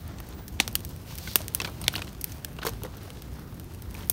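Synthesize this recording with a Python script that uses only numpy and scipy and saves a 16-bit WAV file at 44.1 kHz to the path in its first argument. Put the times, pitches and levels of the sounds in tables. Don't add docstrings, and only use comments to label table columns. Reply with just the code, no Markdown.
import sys
import numpy as np
from scipy import signal
from scipy.fft import rfft, irfft, next_fast_len
from scipy.io import wavfile
from scipy.ndimage import uniform_filter1d

SR = 44100
rng = np.random.default_rng(int(sys.argv[2]) if len(sys.argv) > 2 else 0)


def makeup_ratio(level_db):
    decades = np.asarray(level_db, float) / 20
    return 10 ** decades


def dump_mix(stems):
    frames = np.atleast_2d(stems).T
    limited = np.clip(frames, -1, 1)
    pcm = np.round(limited * 32767).astype(np.int16)
    wavfile.write(sys.argv[1], SR, pcm)


N = 181850

# centre in Hz, width in Hz, level in dB.
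SNAP_MODES = [(1707, 950, -4), (2500, 3730, -5), (3590, 1680, -1), (4300, 1070, -7)]
SPIT_MODES = [(12550, 6600, -4), (15070, 4100, -7.5)]
# centre in Hz, width in Hz, level in dB.
TWIG_KNOCK_MODES = [(296, 700, -4.5), (500, 620, -2.5), (773, 420, -5.5), (1154, 870, -7)]
TWIG_CRACK_MODES = [(6100, 2300, -2.5), (8300, 2800, -7.5)]
TWIG_PARTS = (TWIG_KNOCK_MODES, SNAP_MODES, TWIG_CRACK_MODES, SPIT_MODES)


def ring(x, hz, width):
    b, a = signal.iirpeak(hz, hz / width, fs=SR)
    once = signal.lfilter(b, a, x + 1e-18)
    return signal.lfilter(b, a, once)


def unit(x):
    return x / np.sqrt(np.mean(x ** 2))


def norm(x):
    return np.linalg.norm(x, axis=-1, keepdims=True)


def walk(rate):
    hold = int(SR / rate)
    stairs = np.repeat(rng.standard_normal(N // hold + 1), hold)[:N]
    return 1.4 * uniform_filter1d(uniform_filter1d(stairs, hold), hold)


def pops():
    # start in seconds, energy in dB, brightness, narrowness, length in ms.
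    resin_pockets = [(.202, -45, 0.3, -2.5, 1.7), (.4804, -40, 7.5, 1.8, 1.8), (.6006, -9.5, -1, 2, 1.4),
                     (.6779, -24.5, 1, 0.6, 0.22), (.7537, -20.5, 5.5, 0.54, 1.3),
                     (.8488, -39, 8.5, 1.4, 1.8), (1.154, -45, 4.5, -1, 1.3),
                     (1.1841, -35.5, 8.5, 2.5, 2.2), (1.3571, -13, 3.5, -.5, 0.45),
                     (1.417, -36.5, 5.5, 2.5, 0.42), (1.4816, -33.5, 10.5, 3, 0.16),
                     (1.5484, -27.5, 9.5, 0.64, 0.72), (1.8152, -39.5, 1, -1.5, 6.1),
                     (1.8402, -34, 0.5, 0, 3.1), (1.8653, -35, -6, 11, .8), (1.8806, -11.5, 0.7, 2, 0.58),
                     (1.954, -26, -6, 11, 1.8), (1.9617, -28.5, -1.3, 2, 4), (1.9803, -29.5, -3.5, 1.5, 5),
                     (1.9922, -43.5, -3, -2, 1.8), (2.2425, -30.5, 7, -0.15, 0.37),
                     (2.447, -29, 5.5, 1, 1.1), (2.672, -38, -4, -1, 1.2), (2.8348, -38, 3, -1, 0.27)]
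    last_pop = [
        (4.0966, -54, 7, -3.5, .23),
        (4.0984, -32, 4, -3.5, 0.15),
    ]
    # start in seconds, energy in dB, brightness.
    resin_spits = [(.078, -51.5, 6.5), (0.289, -56.5, 9), (.7284, -52, 7), (0.7929, -46, 1), (.805, -42, 2),
                   (0.9628, -50, 4.5), (1.178, -42, 4.5), (1.334, -45, 5), (1.539, -53, 6),
                   (1.6976, -50, 4), (1.933, -53, 9), (1.97, -46, 3), (2.046, -42, 0.5), (2.1295, -49, 3.5),
                   (2.382, -48, .1), (2.6928, -39, 5), (3.221, -41.5, 2.5), (3.3325, -56, 3.5),
                   (3.34, -54, 3.5), (3.5977, -42.5, 3), (3.6435, -56.5, 6.5), (3.7205, -61, 5),
                   (3.738, -56, 5.5), (3.7468, -48.5, 3), (3.8218, -45.5, 4.5), (3.9098, -47, 3.5),
                   (3.9434, -43.5, 3.5), (4.057, -60, 7), (4.074, -60, 9)]
    # start in seconds, energy in dB, brightness, narrowness.
    bark_clicks = [(0.3256, -41.5, -.5, 9), (1.444, -50, 0, -1), (1.576, -60, 1, -4), (1.658, -58, 1, 5),
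                   (2.024, -45, -2.5, 1), (2.078, -37.5, -5, 8), (2.168, -54, 1, 2), (2.5657, -49, 0, 3),
                   (2.632, -29.5, -6, 7), (2.735, -43, -0.5, 0), (2.8288, -53, 2, 3),
                   (2.939, -55.5, -5.5, -1.5), (3.055, -56, 0, -2), (3.1032, -37, 0.8, 1.2),
                   (3.3946, -52, 0.5, -1.5), (4.008, -41, -5, 8), (4.035, -46, 0, 4)]
    # start in seconds, energy in dB, brightness, narrowness, length in ms.
    tearing_twigs = [(.1846, -41.5, 7, 6, 1.6), (.5916, -39, -5, 11, 1.5), (.8911, -56.5, 8.5, -0.5, 3.3),
                     (.9065, -46, -0.5, -1, 5.3), (1.1212, -44, -1.5, -1, 2.9),
                     (1.2097, -51, -1, -1.5, 3.9), (1.2737, -32, -1.5, 1.8, 5.9), (1.405, -39, -2, -0.5, 6),
                     (1.6010, -21.5, -0.5, 2.5, 2.2), (1.6166, -27, -2.5, 1, 2.8),
                     (1.6460, -23, -4, 2.5, 7.6), (1.673, -39, -4, -1, 8.7), (1.688, -45.5, -5.5, -1, 4.1),
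                     (1.9391, -29.5, -2, 6, 3.5), (2.0188, -29.5, -0.5, 2.5, 1.4),
                     (2.2112, -42, 7.5, -0.2, 3), (2.3192, -40.5, 6, 1.5, 3.7),
                     (2.5862, -40, -5, -0.6, 3.9), (2.6160, -31, -7, 4, 6.8), (2.6285, -35.5, -4, 1, 7),
                     (2.6502, -32.5, -2, -2, 3.5), (2.6585, -32.5, 3, 1.5, 7.4),
                     (2.6655, -24.5, 1, 1.5, 6.9), (2.848, -39.5, -3.5, -1.5, 8)]
    splinters = [(0.6034, -25, 3, 2, 6.3), (0.757, -33, -1, 6, 1.6), (1.3566, -37, 4, 0.5, 4),
                 (4.099, -36.5, 6, -1, 2)]
    # start in seconds, energy in dB, brightness, length in ms.
    settling = [(.2657, -56, 5, 6.7), (0.3915, -48.5, -5.5, 3.3), (.5239, -55, 5.5, 4.4),
                (0.539, -53, 5, 12), (.8362, -61, 1, 4.2), (0.983, -69, -2, 7.9), (1.067, -56.5, 5, 2.8),
                (2.0713, -42, -2, 2.3), (2.086, -59, 3, 2.3), (2.0892, -46, 0, 2), (2.1488, -47, 0, 2.3),
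                (2.295, -44.5, .1, 2.2), (2.3706, -50, 1, 2.4), (2.5292, -59, 7, 4), (2.583, -54, 2, 4.9),
                (2.685, -39, -5.5, 4.6), (2.8195, -47, -5, 2), (2.9684, -53, 6.5, 3.3),
                (3.0313, -53, 6, 4.7), (3.1337, -58, 5.5, 2.7), (3.168, -57, -2, 3.7),
                (3.3169, -51, -1, 2.1), (3.3576, -62, 4, 2.4), (3.5245, -51.5, -5.5, 3.1),
                (3.5433, -59, 7.5, 2.5), (3.903, -53, 3, 2), (3.9249, -64, 3, 2.2),
                (3.9516, -42.5, -.5, 2.6), (3.9662, -49, -1, 7.2), (4.0224, -42.5, -1.5, 6)]
    # centre in Hz, width in Hz, level in dB.
    knock_modes = [(221, 206, -7), (400, 550, -7.5), (744, 350, -5), (1370, 1720, -3.5)]
    crack_modes = [(6000, 2750, -6), (8710, 2150, -6)]

    spits = [(*row, -0.13, 0.99) for row in resin_spits]  # narrowness, length in ms
    clicks = [(*row, 0.86) for row in bark_clicks]
    rustles = [(s, db, bright, 0.12, ms) for s, db, bright, ms in settling]
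    resin = bursts(resin_pockets + last_pop + spits + clicks,
                   (knock_modes, SNAP_MODES, crack_modes, SPIT_MODES), echo_db=0.5, shock=0.64,
                   uneven_db=6.5, fade=0.81, rise_ms=0.089, gaps_db=.5)
    twigs = bursts(tearing_twigs + splinters + rustles, TWIG_PARTS, echo_db=4.0, shock=0.19,
                   uneven_db=3.0, fade=0.77, rise_ms=0.074, gaps_db=2.0)
    return resin + twigs


def bursts(table, parts, echo_db, shock, uneven_db, fade, rise_ms, gaps_db):
    part_octaves = (-2, 0, 1.2, 2.2)
    size = 5000
    out, ms = np.zeros(N + size), np.arange(size) * 1000 / SR
    noise = rng.standard_normal((4, len(table), size))
    click = np.eye(1, size)[0]
    s, db, bright, narrow, length = np.transpose(table)[:, :, None]
    envelope = (1 - np.exp(-ms / rise_ms)) * np.exp(-fade * ms / np.maximum(length, .2))
    volley = noise[0] * makeup_ratio(uneven_db * noise[1]) * envelope
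    volley = volley * makeup_ratio(gaps_db * unit(uniform_filter1d(noise[1], size=50)))
    volley = volley / norm(volley) + shock * np.roll(click, 8)
    tail = makeup_ratio(echo_db) * echoes(noise[2:], ms)
    sound, sign = 0, 1
    for octave, modes in zip(part_octaves, parts):
        part_db = db + bright * octave - narrow * octave ** 2
        for hz, width, share_db in modes:
            direct = ring(volley, hz, width)
            both = direct / norm(direct) + ring(tail, hz, width) / norm(ring(click, hz, width))
            sound = sound + sign * makeup_ratio(part_db + share_db) * both * np.sqrt(SR / 1000)
            sign = -sign
    for at, one in zip((s[:, 0] * SR).astype(int), sound):
        out[at:at + size] += one
    return out[:N]


def echoes(noise, ms, gap_ms=2.4, beyond_db=-8.0):
    # level in dB, t60 in seconds, treble limit in Hz, last strong return in ms.
    scatter = [
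        (-16, 0.11, 15000, 8.7),
        (-23, 0.32, 13000, 56),
    ]
    tail = 0
    for (db, t60, hz, last_ms), white in zip(scatter, noise):
        echo = white * np.exp(-np.log(1000) * ms / 1000 / t60) * np.clip(ms / gap_ms, 0, 1)
        echo = echo * makeup_ratio(beyond_db * np.clip(ms - last_ms, 0, 1))
        b, a = signal.butter(2, hz, fs=SR)
        tail = tail + makeup_ratio(db) * signal.lfilter(b, a, echo) / norm(echo)
    return tail


def sticks(rise_ms=0.17):
    # start in seconds, pitch in Hz, peak in dB, t60 in ms.
    struck_sticks = [(1.274, 1505, -33.5, 43), (1.275, 2150, -31, 27), (1.405, 620, -31.5, 38),
                     (1.602, 1080, -28, 32), (1.6029, 2620, -19, 16), (1.8807, 3370, 2.5, 2.9),
                     (1.94, 1490, -19.5, 8.2), (1.955, 2890, -12, 6.5), (1.9607, 4300, -13.5, 5.9),
                     (1.962, 730, -27.5, 21), (2.019, 2500, -25.5, 19), (2.588, 2800, -26, 8.5),
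                     (2.652, 430, -25.5, 25), (2.667, 457, -22, 88), (2.668, 1080, -23, 33),
                     (2.849, 500, -30, 73), (3.95, 2420, -30.5, 14), (1.617, 5370, -21, 9.1),
                     (1.618, 3080, -23.5, 13), (1.623, 3300, -35, 12), (1.647, 4840, -21, 9.1),
                     (1.648, 2500, -19.5, 12), (1.650, 1540, -28, 25), (1.660, 2280, -33, 12),
                     (1.675, 2290, -31, 24), (1.815, 8730, -25.5, 10), (1.841, 4070, -25.5, 12),
                     (2.020, 1250, -32, 18), (2.6283, 1460, -24, 13), (2.633, 1500, -27, 18),
                     (2.6655, 1570, -18, 8), (2.673, 4400, -27, 16), (2.6925, 6400, -29, 6),
                     (2.8388, 426, -26, 17), (2.848, 1400, -31, 14), (2.849, 1950, -36, 18),
                     (2.864, 1900, -39, 14), (4.022, 1300, -42, 20), (4.033, 3100, -37, 12),
                     (2.023, 2900, -26, 8), (1.673, 4300, -31, 5.5), (2.82, 950, -35, 12),
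                     (1.39, 2400, -33, 6), (3.078, 690, -38.5, 30)]
    pocket_walls = [(4.0987, 16300, -13, 4), (4.0986, 8470, -7.5, 3.3), (4.1, 6800, -14, 4.4),
                    (4.0994, 3800, -19.5, 5.7), (.7537, 4560, -17, 4.5), (.7537, 3020, -15.5, 6.3),
                    (.678, 5800, -21, 4.5), (2.447, 1670, -30, 6.4), (2.243, 2860, -23, 4.8),
                    (.6018, 3700, -14, 3.7), (.6012, 5890, -9, 4), (1.8807, 11400, -5.5, 2.7),
                    (1.8807, 5240, -8.5, 2.7), (1.5486, 9600, -12.5, 5.2), (1.3575, 12100, -9, 7),
                    (1.3585, 8900, -10, 4), (1.3713, 9500, -23, 4), (.6008, 2200, -10, 5),
                    (4.0988, 900, -24, 6), (1.363, 3200, -26, 5)]
    size = SR // 5
    out, ms = np.zeros(N + size), np.arange(size) * 1000 / SR
    for s, hz, db, t60 in struck_sticks + pocket_walls:
        shape = (1 - np.exp(-ms / rise_ms)) * np.exp(-np.log(1000) * ms / t60)
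        at = int(s * SR)
        out[at:at + size] += makeup_ratio(db) * shape * np.sin(2 * np.pi * hz * ms / 1000)
    return out[:N]


def embers():
    # start in seconds, energy in dB, brightness in dB per octave, length in ms.
    flakes = [(.607, -34, 2, 1.8), (0.651, -58, 6, 1), (.682, -48, 7, 3), (.713, -50, 3, 1),
              (.742, -61, 6, 1), (0.76, -45, 7, 1.5), (1.2445, -53, 3, 1), (1.262, -52, 5, 2),
              (1.292, -48, 2, 1.5), (1.314, -41, 3, 1), (1.325, -46, 1, 1.5), (1.349, -48, -3, 2),
              (1.3607, -45, 10, 1.5), (1.371, -51, 8, .7), (1.382, -58, 10, 1), (1.39, -46, -3, 1.5),
              (1.826, -56, 5, 2), (1.85, -52, 4, 1), (1.86, -60, 0, 1.02), (1.954, -44.5, 8, .7),
              (2.638, -47, 1, 2), (2.6748, -39, 4, 1.5), (2.681, -39, 1, 3.6), (2.684, -34, -2, 2.8),
              (2.699, -44, 0, 3), (2.864, -47, -3, 2), (4.0875, -60, 8, .5), (4.113, -47, 6, 1),
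              (4.1215, -59, 10, .5), (.626, -52, 4.5, 1), (1.5512, -41, 2, 4), (1.563, -50, 2, 1),
              (2.9465, -52, -4, 4), (3.05, -52, -6, 5), (3.365, -54, -6, 4), (3.385, -52, -8, 6),
              (.11, -52, -5, 5), (.37, -59, -2, 4), (.405, -53, -7.5, 4), (4.1005, -40, 6, 1.5),
              (4.109, -52, 8, 1.5), (1.8144, -49, 4, 1), (1.423, -48, 2, 4), (1.66, -58, 8, 6),
              (1.677, -60, 5, 4), (3.995, -51, -2, 6), (4.045, -50, 2, 4), (2.875, -50, -5, 8)]
    # start in seconds, energy in dB, brightness in dB per octave,
    # narrowness in dB per octave squared, length in ms.
    sharp_ticks = [(.062, -48, -1, 3, 12), (.085, -50, -1, 4, 8), (.332, -50, -2, 3, 10),
                   (.383, -49, -1, 4, 10), (.4875, -56, 7, 0, 1), (.6018, -24, 1, 3, .6),
                   (1.238, -58, 9, 0, 4), (1.3582, -26, 7, 1, .8), (1.385, -58, 8, 1, 8),
                   (1.6165, -42, 6, 1, .8), (1.6455, -54, 8, 0, 2), (1.653, -62, 10, 1, 2),
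                   (1.6695, -63, 10, 0.5, 1), (1.676, -61, 11.5, 0.5, .6), (1.927, -62, 12, 0, 3),
                   (1.939, -60, 11, 0, 1), (1.9625, -52, 8, 0, 1.5), (1.9757, -54, 6, 0, .6),
                   (1.9922, -44, 6, 3, .6), (2.0222, -52, 6, 0, 1), (2.0925, -50, 6, 2, 1),
                   (2.565, -50, 3, 2, 1), (2.6305, -48, 5, 0, 3), (2.6585, -48, 6, 0, 2),
                   (2.6678, -46, 7, -2, .5), (2.8405, -45, -5, 1, 2), (3.1715, -46, 0, 3, 1),
                   (3.967, -46, 0, 4, 1.5), (3.9915, -62, 10, 0, .7), (4.031, -47, -1, 4, 2)]
    rows = [(s, db, bright, .2, ms) for s, db, bright, ms in flakes] + sharp_ticks
    return bursts(rows, TWIG_PARTS, echo_db=6.0, shock=0.34, uneven_db=4.5, fade=0.87,
                  rise_ms=0.052, gaps_db=-1.0)


def needles(ticks_per_s=400, spread_db=3., below_steam_db=-8):
    count = int(ticks_per_s * N / SR)
    when, big, sign = rng.random((count, 3)).T
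    x = np.zeros(N)
    size_db = -spread_db * np.log(1 - np.minimum(big, .985))
    x[(when * N).astype(int)] = np.sign(sign - .5) * makeup_ratio(size_db)
    *_, steam_db, fine_db = layers_db()
    coarse = unit(ring(x, 4200, 4600)) * makeup_ratio(steam_db)
    fine = unit(ring(x, 16000, 10000)) * makeup_ratio(fine_db)
    return makeup_ratio(below_steam_db) * (coarse + fine)


def vent(sputter_db=1.5):
    # time in seconds, level in dB.
    vent_course = [(1.19, -66), (1.225, -52), (1.26, -50), (1.3, -45), (1.325, -45), (1.352, -48),
                   (1.37, -60)]
    # centre in Hz, width in Hz, level in dB.
    vent_bands = [(3400, 900, -2), (4400, 1200, 0), (5900, 1600, -2)]
    air = rng.standard_normal(N)
    hiss, sign = 0, 1
    for hz, width, db in vent_bands:
        hiss = hiss + sign * makeup_ratio(db) * unit(ring(air, hz, width))
        sign = -sign
    level_db = np.interp(np.arange(N) / SR, *np.transpose(vent_course), left=-150, right=-150)
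    return unit(hiss) * makeup_ratio(level_db + sputter_db * walk(120))


def whistle():
    # time in seconds, pitch in Hz, level in dB.
    sap_jet = [(.343, 15600, -64), (.352, 15240, -52), (.366, 15200, -61), (.39, 15150, -55),
               (.44, 14970, -57), (.476, 14830, -59), (.497, 14720, -60), (.512, 14520, -68)]
    s, hz, db = np.transpose(sap_jet)
    t = np.arange(N) / SR
    loudness = makeup_ratio(np.interp(t, s, db, left=-150, right=-150) + walk(82))
    phase = 2 * np.pi * np.cumsum(np.interp(t, s, hz)) / SR
    return np.sqrt(2) * loudness * np.sin(phase)


def blaze(gust_db=.5, flicker_db=1.3, sputter_db=1.1):
    # frequency in Hz, level in dB per Hz.
    haze = [(20, -34), (55, -2), (100, -3.5), (560, -22), (2180, -29), (5000, -29), (7650, -30),
            (15800, -26.5)]
    layer_edges_hz = (400, 2500, 8000)
    layer_centres_hz = (130, 1400, 3600, 12000)
    hz, db = np.transpose(haze)
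    size = next_fast_len(N)
    f = np.fft.rfftfreq(size, 1 / SR) + 1
    colour = makeup_ratio(np.interp(np.log(f), np.log(hz), db))
    layer = np.searchsorted(layer_edges_hz, f)
    bare = [np.sum(colour[layer == k] ** 2) / len(f) for k in range(4)]
    swell_db = layers_db() - 10 * np.log10(bare)[:, None]
    out, gust, sputter = 0, walk(17), walk(150)
    for centre in 20 * 2 ** np.arange(0, 10, .5):
        window = np.cos(np.pi * np.clip(np.log2(f / centre), -.5, .5))
        band = irfft(rfft(rng.standard_normal(N), size) * colour * window, size)[:N]
        shares = np.array([np.interp(np.log(centre), np.log(layer_centres_hz), one) for one in np.eye(4)])
        ragged_db = gust_db * gust + flicker_db * walk(12) + sputter_db * (1 - shares[0]) * sputter
        out = out + band * makeup_ratio(shares @ swell_db + ragged_db)
    return out


def layers_db():
    calm_db = (-40, -55, -60, -60)
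    # time in seconds, swell of the roar in dB.
    draught = [(0, -0.3), (.45, 0.5), (.7, 3), (1.0, 0), (1.5, 0.5), (2.2, 0), (2.55, -0.5), (2.85, -0.1),
               (3.3, 0.5), (4.12, -0.7)]
    # middle in seconds, swell in dB, brightness in dB per layer,
    # half length in seconds.
    puffs = [(.0, 1.5, 4.5, 0.04), (0.103, 3.5, -2, 0.1), (0.316, 5, 0.5, 0.079), (0.675, 7, 1, 0.057),
             (0.794, 0.5, 1.5, 0.095), (0.89, 3.5, 3.5, 0.055), (1.105, 9.5, 1, 0.037), (1.2, 6, 3.5, 0.15),
             (1.294, 9, 5, 0.1), (1.418, 7, 1.5, 0.055), (1.633, 7.5, 2, 0.12), (1.95, 10, 2.5, 0.14),
             (2.31, 7.5, 4.5, 0.072), (2.694, 3.5, 0.5, 0.058), (2.992, 3.5, 0.5, 0.23),
             (3.2, 1.5, 0.5, 0.032), (3.395, 1.5, 0, 0.036), (3.696, -1.5, 1.5, 0.2),
             (3.999, 12.5, 1.5, 0.062), (4.12, 1, 3, 0.086)]
    puff_share = (0.71, 0.91, 0.51)
    # middle in seconds, extra steam in dB, half length in seconds.
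    jets = [
        (0.625, 18, 0.02),
        (4.0, -5.5, 0.094),
        (3.3, 0, 0.091),
    ]
    t = np.arange(N) / SR
    out = np.array(calm_db, float)[:, None] + np.zeros(N)
    out[0] += np.interp(t, *np.transpose(draught))
    for s, db, bright_db, half in puffs:
        swell = db * np.array(puff_share) + bright_db * np.array([-1, 0, 1])
        out[1:] += swell[:, None] * np.exp(-((t - s) / half) ** 2)
    for s, db, half in jets:
        out[2] += db * np.exp(-((t - s) / half) ** 2)
    return out


def scene():
    breaking = pops() + sticks() + embers() + needles()
    return (breaking + vent() + whistle() + blaze())[None]


def top_cut(x):
    return signal.sosfilt(signal.butter(12, 17080, fs=SR, output="sos"), x)


def record(dry):
    # centre in Hz, width in Hz, depth in dB.
    port_dips = [(7560, 420, -2), (10700, 590, -3)]
    top_hz, quiet_top_hz, gate_db = 16600, 15800, -52
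    f, spectrum = np.fft.rfftfreq(N, 1 / SR), rfft(dry)
    spectrum = spectrum * makeup_ratio(sum(db * np.exp(-((f - hz) / width) ** 2) for hz, width, db in port_dips))

    def fall(hz, width):
        return np.clip((hz - f) / width + .5, 0, 1)

    body = irfft(spectrum * fall(quiet_top_hz, 150), N)
    treble = irfft(spectrum * fall(top_hz, 1000), N) - body
    is_loud = uniform_filter1d(treble ** 2, size=128) > makeup_ratio(gate_db) ** 2
    mix = body + treble * uniform_filter1d(1. * is_loud, size=64)
    mix = np.clip(mix, -1, 1)
    return top_cut(mix)


dry = scene()
out = record(dry)
dump_mix(out)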